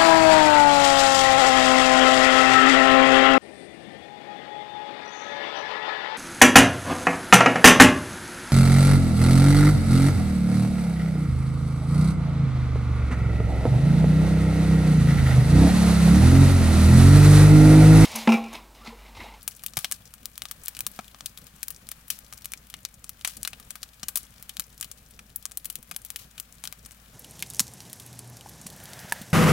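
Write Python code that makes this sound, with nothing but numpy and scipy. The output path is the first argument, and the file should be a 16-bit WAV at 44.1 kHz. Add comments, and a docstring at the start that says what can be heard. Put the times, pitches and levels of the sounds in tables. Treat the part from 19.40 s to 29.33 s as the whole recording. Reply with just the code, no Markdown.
"""Firewood crackles in a steel fire pit: gas pockets burst in the wood as short, coloured impulses.
First the fire stands to the left, before a folding steel windscreen whose echoes follow each snap;
then it is close and straight ahead, with more sizzle and flame noise and a flaring jet of gas.
Flame, sap and steam are filtered noise with wandering level; logs knock and gas puffs as decaying
sines. A faint hum of slowly drifting sines lies underneath."""
import sys
import numpy as np
from scipy import signal
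from scipy.fft import rfft, irfft
from scipy.io import wavfile
from scipy.ndimage import uniform_filter1d

SR = 44100
rng = np.random.default_rng(int(sys.argv[2]) if len(sys.argv) > 2 else 0)


def store_wav(level_fs):
    """Save 16-bit WAV to argv[1]."""
    pcm = np.round(np.clip(np.atleast_2d(level_fs), -1, 1) * 32767)
    wavfile.write(sys.argv[1], SR, pcm.T.astype(np.int16))


N = 437913
TIME = np.arange(N) / SR
MOVE_S = 7.74  # the listening place changes here
EDGE_HZ = 16100  # upper band limit
SIZE = 4096  # samples in one burst
BINS = np.fft.rfftfreq(SIZE, 1 / SR)
LEAD = 96  # samples before the spike of a snap
POCKET_DB = 7  # lift at the pitch of a gas pocket, before the burst is scaled to its energy


def amp(db):
    """Decibel law: level to amplitude gain."""
    return 10 ** (np.asarray(db) / 20)


def evened(x):
    """Power normalisation: scales to rms 1."""
    return x / np.sqrt(np.mean(x ** 2) + 1e-20)


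def unit(x):
    """Energy normalisation: scales the sum of squares to 1."""
    return x / np.sqrt(np.sum(x ** 2) + 1e-20)


def read(points, hz):
    """Logarithmic frequency scale: interpolates a spectrum table at the given frequencies."""
    f, value = np.transpose(points)
    return np.interp(np.log(hz + 1), np.log(f + 1), value)


def gains(rows):
    """Level envelope: the dB columns of a time table as gains, sample by sample."""
    s, *columns = np.transpose(rows)
    return [amp(np.interp(TIME, s, column)) for column in columns]


def add(mix, s, sound):
    """Superposition: mixes a sound in at time s."""
    part = mix[:, max(round(s * SR), 0):][:, :sound.shape[-1]]
    part += sound[..., :part.shape[1]]


def causal(db):
    """Minimum phase: the spectrum of the most sudden pulse that has this colour."""
    mirrored_db = np.concatenate([db, db[-2:0:-1]])
    log_gain = np.log(amp(mirrored_db))
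    return np.exp(np.conj(signal.hilbert(log_gain)))[:len(db)]


def wander(rate_hz):
    """Random modulation: Gaussian low-passed noise of rms 1."""
    lowpass = np.exp(-(np.fft.rfftfreq(N, 1 / SR) / rate_hz) ** 2)
    return evened(irfft(rfft(rng.standard_normal(N)) * lowpass, N))


# resonances and dips of the steel box and windscreen: pitch_hz, width_hz, level_db
STEEL_RESONANCES = [(720, 260, 4), (990, 145, -2.5), (1216, 163, 5), (1580, 170, 1), (1700, 420, 1.5),
                    (1970, 460, -1), (2430, 150, 3), (2780, 150, -4.5), (2900, 140, 4), (5700, 120, 2.5)]


def box_db(hz):
    """Resonance: the peaks and dips that the steel walls give to the fire."""
    return sum(db / (1 + (2 * (hz - f) / width) ** 2) for f, width, db in STEEL_RESONANCES)


# left minus right at the first place: pitch_hz, level_db
LEFTWARD = [(250, 0.5), (700, 2), (1300, 6.5), (3500, 6), (8000, 7.5), (15000, 10.5)]
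# how far the left ear lags at the first place: pitch_hz, phase_rad
LEFT_LAG = [(50, 0.032), (200, 0.29), (450, 0.81), (1200, 1), (3000, 0.56), (7500, 0.52), (15000, 1)]


def sides(hz):
    """Interaural difference: left and right gains and phases for the fire off to the left, power kept."""
    ratio = amp(read(LEFTWARD, hz))
    left = ratio * np.exp(-1j * read(LEFT_LAG, hz))
    right = np.ones_like(ratio)
    return np.array([left, right]) / np.sqrt((1 + ratio ** 2) / 2)


# left-right likeness of the steady noise at the first place: pitch_hz, share
LIKENESS = [(60, 0.99), (130, 1), (290, 0.91), (700, 0.49), (1400, 0.13), (3000, 0.064), (15000, 0.11)]


def noise(colour, near, box_share=0.48, near_likeness=0.98, lean=0.9):
    """Interaural coherence: stereo noise of one colour, partly shared by the ears, near or far."""
    hz = np.fft.rfftfreq(N, 1 / SR)
    a, b = rfft(rng.standard_normal((2, N)))
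    same = np.clip(near_likeness if near else read(LIKENESS, hz), 0, 1)
    spectrum = np.array([a, same * a + np.sqrt(1 - same ** 2) * b]) * amp(read(colour, hz))
    if not near:
        # lean and box_share weaken the sideways placing and the steel resonances
        spectrum = spectrum * sides(hz) ** lean * amp(box_share * box_db(hz))
    x = irfft(spectrum, N)
    return x / x.mean(0).std()


# colour of the flames at the first place: pitch_hz, level_db (relative, per Hz)
FAR_FLAME = [(20, -11), (38, -7.5), (65, -6.5), (98, -5), (211, -7), (361, -22.5), (497, -18), (747, -24),
             (900, -34), (1500, -52)]
# colour of the sizzle at the first place: pitch_hz, level_db (relative, per Hz)
FAR_SIZZLE = [(350, -30), (600, -6), (858, 0.5), (1640, 3), (2040, 0.5), (2470, 1.5), (5190, -3.5),
              (8740, -3), (14900, -2.5), (16000, -1.5)]
# sap boiling out of the logs, before the trims of hiss and crackle: start_s, level_db
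FAR_SAP = [(0.0, -58.5), (1.03, -58.5), (1.26, -54.5), (1.72, -57.5), (3.04, -57), (3.62, -60.5),
           (3.99, -57), (4.42, -57.5), (4.95, -57), (5.75, -61), (6.22, -59.5), (7.7, -57.5)]
# hum at the first place: pitch_hz (before drift), level_db (rms)
FAR_HUM = [(26.9, -79), (53.8, -60.5)]


def far_fire(flame_db=-59.5, flutter_db=3.0, hiss_db=-1, flicker_db=1.23, tick_db=17, ticks_per_s=80):
    """Modulated noise: fluttering flames and sizzling sap at the first place, over drifting hum tones."""
    sap, = gains(FAR_SAP)
    flame = amp(flame_db + flutter_db * wander(31)) * noise(FAR_FLAME, False)
    hiss = amp(hiss_db + flicker_db * wander(69)) * noise(FAR_SIZZLE, False)
    crackle = amp(tick_db) * ticks(ticks_per_s, False, spread_db=6.5, bright_db=1.3)
    # drifting clock shared by both hum tones
    drifting_s = np.cumsum(1 + 0.0074 * wander(1.6)) / SR
    hum = sum(amp(db) * np.sqrt(2) * np.sin(2 * np.pi * hz * drifting_s) for hz, db in FAR_HUM)
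    return flame + sap * (hiss + crackle) + hum


def ticks(per_s, near, spread_db, bright_db, pocket_db=11, ring_db=-3, count=32):
    """Poisson-like process: tiny bursts from pockets of many sizes, most faint and a few larger."""
    happens = rng.random(N) < per_s / SR
    size = amp(spread_db * np.minimum(rng.exponential(1, N), 3)) * happens
    when = np.flatnonzero(size)
    kinds = []
    for pocket_hz in np.geomspace(2000, 15000, count):
        tick_bright_db = bright_db + 1.3 * rng.standard_normal()
        kinds.append(snap(tick_bright_db, pocket_hz, pocket_db, ring_db, near))
    out = np.zeros((2, N))
    for i, kind in zip(when, rng.integers(0, count, N)[when]):
        add(out, i / SR, size[i] * kinds[kind])
    return out


def splinter_db(peak_db=6.5, width_hz=280):
    """Resonance: the splinter that breaks off sounds a brief woody note of its own."""
    hz = np.exp(rng.uniform(np.log(1100), np.log(6500)))
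    return peak_db / (1 + (2 * (BINS - hz) / width_hz) ** 2)


def spot_in_pit(pan_db=0.6, skew_s=.00001):
    """Localisation: each burst's own place in the pit shifts level and time between the ears a little."""
    pan, skew = rng.standard_normal(2)
    right = amp(pan_db * pan) * np.exp(2j * np.pi * BINS * skew_s * skew)
    return sides(BINS) * np.array([np.ones(len(BINS)), right])


# echoes from the windscreen panels, before random scatter: delay_s, level_db
PANEL_ECHOES = [(.0016, -4.5), (.0032, -16.5), (.0043, -15), (.006, -29), (.0083, -15), (.0091, -20)]


def burst(ring_db, near, tear_s=0.00022, tear_db=0, ring_t60=0.032, tail_t60=0.16, tail_db=-14,
          far_apart=0.43, near_apart=0.032):
    """Impulse and reverberation: a spike, a brief tearing of fibres, then scatter between logs and steel."""
    t = np.arange(SIZE) / SR
    tear, scatter, tail, other, other_tail = rng.standard_normal((5, SIZE))
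    shifts, strengths = rng.standard_normal((2, len(PANEL_ECHOES)))
    spike = t == 0
    crack = unit(spike + amp(tear_db) * unit(tear * np.exp(-t / tear_s)))

    opening = 1 - np.exp(-(t / 0.00023) ** 2)
    dying = opening * amp(-60 * t / ring_t60)
    lingering = opening * amp(-60 * t / tail_t60)
    ring = unit(scatter * dying) + amp(tail_db) * unit(tail * lingering)
    if not near:  # each spot in the fire has slightly different paths to the panels
        for (delay, db), shift, strength in zip(PANEL_ECHOES, shifts, strengths):
            echo = np.roll(crack, round((delay + .00015 * shift) * SR))
            ring = ring + amp(db + 4.2 * strength) * echo

    # part of the scatter differs between the ears
    apart = near_apart if near else far_apart
    spread = apart * (unit(other * dying) + 2 * amp(tail_db) * unit(other_tail * lingering))
    return rfft(crack + amp(ring_db) * (unit(ring) + np.array([spread, -spread])))


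# mean colour of a snap: pitch_hz, level_db
CRACK_COLOUR = [(60, -40), (200, -16.5), (380, -28.5), (700, -17.5), (1000, -12), (2000, -9), (3200, -5),
                (6000, -4), (9000, -1.5), (13000, -3.5), (16000, -5)]
# treble colour at the second place, softest at the very top: pitch_hz, level_db
NEAR_TOP = [(5000, -1), (11000, 1), (16000, -5.5)]


def snap(bright_db, pocket_hz, pocket_db, ring_db, near, pocket_octaves=0.59):
    """Source and filter: one burst of energy 1, coloured by its gas pocket and, if far, by the steel."""
    spectrum = burst(ring_db, near)
    # the scatter gives only the fine ripple; the pocket sets the broad colour
    power = (abs(spectrum) ** 2).mean(0)
    broad_db = 10 * np.log10(uniform_filter1d(power, size=140) + 1e-9)
    octave = np.clip(np.log2((BINS + 1) / 4000), -2.5, 2)
    pocket = np.exp(-(np.log2((BINS + 1) / pocket_hz) / pocket_octaves) ** 2)
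    colour_db = read(CRACK_COLOUR, BINS) + bright_db * octave + pocket_db * pocket
    colour_db = colour_db + splinter_db() - broad_db
    if near:
        spectrum = spectrum * causal(colour_db + read(NEAR_TOP, BINS))
    else:
        spectrum = spectrum * causal(colour_db + box_db(BINS)) * spot_in_pit()
    energy = np.mean(abs(spectrum) ** 2 * (BINS < EDGE_HZ))
    # the spike stands LEAD samples into the sound
    return np.roll(irfft(spectrum), LEAD, axis=1) / np.sqrt(energy)


# pockets of gas burst in the wood: start_s, level_db (energy, before the trim of its place),
# brightness_db_per_octave, pitch_hz (of the pocket), ring_db (against the first crack)
SNAPS = [(0.0782,1.5,1.5,800,-3.5), (0.2367,-10,-1,14000,6), (0.2632,-1,4,2800,-2.5), (0.37,4,-4,12490,3),
         (0.3885,-4.5,1.5,1420,11), (0.4455,2.5,-3.5,3050,0), (0.5142,-2,2,1780,-8),
         (0.5223,2.5,0,8800,-3.5), (0.739,-16,1.5,1130,-4), (0.8567,-5,3,4430,-10.5),
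         (0.979,-9,-1,14100,-13), (1.0203,-5.5,-2,3560,-8), (1.0547,-10,-3,3540,-4),
         (1.1124,-5.5,-1.5,14100,0), (1.2597,-10.5,3,7900,-10), (1.2829,0,1,14000,-8),
         (1.3503,-17,-1.5,4460,-5), (1.368,-12,0,2540,-6), (1.3912,-8,-1,9300,-12), (1.4067,0.5,0,14000,-6),
         (1.4665,2,1.5,1030,-6), (1.5906,-9,-5.5,1150,3), (1.8081,-13,-4.5,5600,-9), (1.8595,-2.5,3,3970,5),
         (1.975,-14.5,0.5,3540,3), (2.2305,-2,3,1990,2), (2.2827,-5,0.5,14300,-3), (2.3049,-7,2,14100,0),
         (2.4894,-10.5,-0.5,9930,-8), (2.5161,-6.5,-1.5,14100,-5), (2.7025,4,2.5,2530,6),
         (2.7896,-15.5,2,14000,-13), (2.9263,-13.5,-2,1270,-3), (2.9365,-16,-1,11130,-13),
         (3.0453,-14,2,2820,1), (3.057,-6,0,14000,-11), (3.12,-10.5,-0.5,11130,-10),
         (3.1364,-6,-0.5,1990,-8), (3.3005,-17,2.5,2820,1), (3.3407,-9.5,-3,3030,-6.5),
         (3.4514,-2.5,-1,4940,-10), (3.6425,-14,-0.5,7900,1.5), (3.6937,-7.5,0.5,14000,-5),
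         (3.8485,2.5,-2.5,2600,-0.5), (3.8747,-1.5,-1.5,8760,4), (3.9686,-12.5,1,9930,7),
         (4.0312,-3.5,2,8550,-11), (4.0503,-3,-3,3560,-1), (4.0756,-1.5,0.5,1980,-5),
         (4.1325,-12.5,-5,3300,0), (4.3062,-7.5,-1,9930,0), (4.3549,-13,-4,14000,18),
         (4.431,-7,-0.5,4400,-2), (4.6315,-6,-3.5,6000,2), (4.6844,0,2.5,1010,1), (4.757,5,0.5,11100,0),
         (4.772,1.5,4.5,1150,12), (5.0263,-15,1,14000,-4), (5.0941,-9,1,2820,-3), (5.1691,-9,-0.5,3540,-8),
         (5.197,1.5,2,1260,-3), (5.4111,-3.5,1.5,8000,-10), (5.427,-7,0.5,2240,3), (5.445,-12.5,1,3540,0),
         (5.515,-11.5,0.5,7540,-5), (5.7915,-16.5,-4,2280,8), (5.96,-1.5,6.5,12400,-3),
         (6.055,-2.5,-0.5,7040,-7), (6.1187,-15.5,-0.5,7900,-7), (6.1733,-1,3,10700,-5),
         (6.246,-13.5,3,1300,-1), (6.2555,-4,1,13000,-2), (6.3003,-5,-0.5,12000,2), (6.3557,-5.5,4,2230,-4),
         (6.513,-7.5,-4.5,13700,-3), (6.5634,-3.5,-1,11200,-4), (6.6498,-10.5,3,12490,-1),
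         (6.7035,-6.5,2,850,-7), (6.7605,-5,1,2820,0), (6.9797,-14,-2.5,2820,0), (6.9998,-5.5,3,1130,-5),
         (7.239,-8,-3.5,8860,-4), (7.253,-10,-1,3160,5), (7.2748,-7,0,4460,-8), (7.3257,-11,-2.5,14300,-7),
         (7.4603,-15.5,-1,8860,2), (8.0247,-2,-0.5,2500,-4.5), (8.102,-12.5,5,7900,-12),
         (8.1473,-15,4,5600,-12), (8.195,8.5,-1,5740,-1), (8.203,6,-1,6600,-4), (8.531,-12,-0.5,14000,-6),
         (8.7918,-13.5,-1,9800,-4), (9.267,-11.5,-1,9000,14), (9.7234,-1,-4.5,11900,-4)]


def snaps(far_db=0.5, near_db=1.1):
    """Impulsive radiation: the snaps and pops that stand out, one burst for each pocket."""
    out = np.zeros((2, N))
    for s, db, bright_db, pocket_hz, ring_db in SNAPS:
        near = s > MOVE_S
        gain = amp(db + (near_db if near else far_db))
        add(out, s - LEAD / SR, gain * snap(bright_db, pocket_hz, POCKET_DB, ring_db, near))
    return out


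def small_snaps(near, per_s, spread_db=1.2, bright_db=0, bright_spread_db=5.0, ring_db=-1, ring_spread_db=4):
    """Random impulses: smaller pockets burst by chance, each with its own size and colour."""
    out = np.zeros((2, N))
    when, pitch = rng.random((2, round(per_s * N / SR)))
    characters = rng.standard_normal((len(when), 3))
    for s, octaves, (size, bright, ring) in zip(when * N / SR, 2.4 * pitch, characters):
        pop_bright_db = bright_db + bright_spread_db * bright
        pop_ring_db = ring_db + ring_spread_db * ring
        sound = snap(pop_bright_db, 2800 * 2 ** octaves, POCKET_DB, pop_ring_db, near)
        add(out, s, amp(spread_db * size) * sound)
    return out


def cavity(hz, t60, rise_cycles=0.22):
    """Damped oscillation: a hollow rings for a few cycles."""
    t = np.arange(SIZE) / SR
    rise = 1 - np.exp(-t * hz / rise_cycles)
    return amp(-60 * t / t60) * rise * np.sin(2 * np.pi * hz * t)


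# hollow knocks of wood in the pile, before the mode levels: start_s, level_db, pitch_hz,
# pan_db (left minus right)
KNOCKS = [(0.3702, -25.5, 720, 2), (1.5912, -27.5, 720, 5), (9.0607, -33, 830, 3.5),
          (9.7224, -18.5, 940, -3)]
# what a knocked log rings with: multiple (of its pitch), level_db (before hardness), t60_s
LOG_MODES = [(1, 1, 0.025), (1.82, -1.5, 0.017)]


def knocks(overtone_db_per_db=1.47, usual_db=-26):
    """Modal vibration: settling logs ring with the same modes at their own pitch, brighter when harder."""
    out = np.zeros((2, N))
    for s, db, hz, pan_db in KNOCKS:
        ears = amp(np.array([[pan_db], [-pan_db]]) / 2)
        for multiple, mode_db, t60 in LOG_MODES:
            # a harder knock rings the higher mode more
            hardness_db = overtone_db_per_db * (db - usual_db) * np.log2(multiple)
            add(out, s, ears * amp(db + mode_db + hardness_db) * cavity(hz * multiple, t60))
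    return out


# trapped gas catches fire with a dull puff: start_s, level_db, pitch_hz
PUFFS = [(0.376, -24, 138), (1.4702, -42, 210), (1.5897, -31, 203), (4.632, -34, 198), (8.2052, -24, 208),
         (9.258, -32, 195), (9.647, -30.5, 181), (9.813, -27, 191)]


def puffs(t60_s=0.04):
    """Cavity resonance: gas ignites in the hollows between the logs."""
    out = np.zeros((2, N))
    for s, db, hz in PUFFS:
        add(out, s, amp(db) * cavity(hz, t60_s))
    return out


# steam spurts out of fresh cracks: start_s, level_db (before sputter), t60_s
SPURTS = [(0.385, -45, 0.34), (0.53, -45, 0.14), (1.53, -53, 0.48), (2.066, -35.5, 0.042),
          (2.705, -41.5, 0.3), (3.86, -38.5, 0.31), (4.775, -50, 0.32), (5.572, -48.5, 0.11),
          (6.785, -45, 0.27)]
# colour of the steam: pitch_hz, level_db
STEAM_COLOUR = [(300, -26), (1200, -12), (2500, -5.5), (4000, -2), (8000, -4), (16000, -4)]


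def spurts(rise_s=.005, sputter_db=3.5):
    """Turbulent jet noise: steam hisses through a new crack, sputtering as its pressure falls."""
    pressure = np.zeros((1, N))
    t = np.arange(SR // 2) / SR
    for s, db, t60 in SPURTS:
        add(pressure, s, amp(db - 60 * t / t60) * (1 - np.exp(-t / rise_s)))
    sputter = amp(sputter_db * wander(250))
    return pressure * sputter * noise(STEAM_COLOUR, False, box_share=0.84, lean=0.86)


# colour of the flames at the second place: pitch_hz, level_db (relative, per Hz)
NEAR_FLAME = [(38, -45), (65, -11.5), (122, -2), (145, -4.5), (197, -6), (329, -15.5), (689, -17),
              (805, -15.5), (999, -20), (1340, -24.5), (1490, -23), (1770, -22.5), (2600, -41), (3380, -55),
              (5720, -120)]
# colour of the sizzle at the second place: pitch_hz, level_db (relative, per Hz)
NEAR_SIZZLE = [(1200, -25), (2000, -3.5), (3300, -3), (4900, -2), (5730, 1.5), (9200, -3), (12800, -7),
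               (14500, -14), (16000, -24)]
# burning at the second place, before the trims of each layer: start_s, flame_level_db, sap_level_db
NEAR_BURN = [(7.78, -51, -55.5), (8.0, -50.5, -52), (8.87, -50, -54.5), (9.93, -49, -51.5)]
# a jet of burning gas flares up, before its flicker: start_s, level_db
JET = [(9.1, -72.5), (9.35, -55), (9.55, -47.5), (9.8, -47.5), (9.93, -60)]
# colour of the jet: pitch_hz, level_db
JET_COLOUR = [(300, -18), (650, -0.5), (1100, -10), (1700, -2), (2400, -9.5), (5000, -15), (12000, -18)]
# hum at the second place: start_s, fundamental_level_db (rms), octave_level_db (rms)
NEAR_HUM = [(7.74, -60, -64), (8.2, -59, -56), (8.45, -69, -59), (8.85, -72, -48), (8.95, -68, -48.5),
            (9.05, -59, -77), (9.93, -66, -73)]


def near_fire(flame_db=-1, flutter_db=0.7, hiss_db=-0.7, tick_db=13, ticks_per_s=130, hum_hz=60.5):
    """Modulated noise: flames and sap close by, with a flaring jet of gas and a higher hum."""
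    burn, sap = gains(NEAR_BURN)
    flame = burn * amp(flame_db + flutter_db * wander(30)) * noise(NEAR_FLAME, True)
    flicker = amp(0.9 * wander(80))
    hiss = amp(hiss_db) * flicker * noise(NEAR_SIZZLE, True)
    crackle = amp(tick_db) * ticks(ticks_per_s, True, spread_db=7.0, bright_db=2.5)
    jet = gains(JET)[0] * amp(1.0 * wander(40)) * noise(JET_COLOUR, True)
    turns = np.cumsum(hum_hz * (1 + 0.0062 * wander(2.9))) / SR
    hum = sum(gain * np.sqrt(2) * np.sin(2 * np.pi * harmonic * turns)
              for harmonic, gain in enumerate(gains(NEAR_HUM), 1))
    return flame + sap * (hiss + crackle) + jet + hum


def scene(far_small_db=39, near_small_db=-17.0):
    """Equal-power crossfade: one place gives way to the other; the timed events are added on top."""
    moved = np.clip((TIME - MOVE_S) / .02 + .5, 0, 1)
    # the small snaps are louder while the sap boils harder
    far_small = gains(FAR_SAP)[0] * amp(far_small_db) * small_snaps(False, per_s=2.6)
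    far = far_fire() + far_small
    close = near_fire() + amp(near_small_db) * small_snaps(True, per_s=2.5)
    steady = np.sqrt(1 - moved) * far + np.sqrt(moved) * close
    return steady + snaps() + spurts() + knocks() + puffs()


def record(dry, ceiling=0.7):
    """Soft saturation: the loudest spikes are rounded off; then a low-pass sets the band limit."""
    rounded = ceiling * np.tanh(dry / ceiling)
    lowpass = signal.firwin(301, EDGE_HZ, window=("kaiser", 8), fs=SR)
    return signal.oaconvolve(rounded, lowpass[None], "same")


dry = scene()
out = record(dry)
store_wav(out)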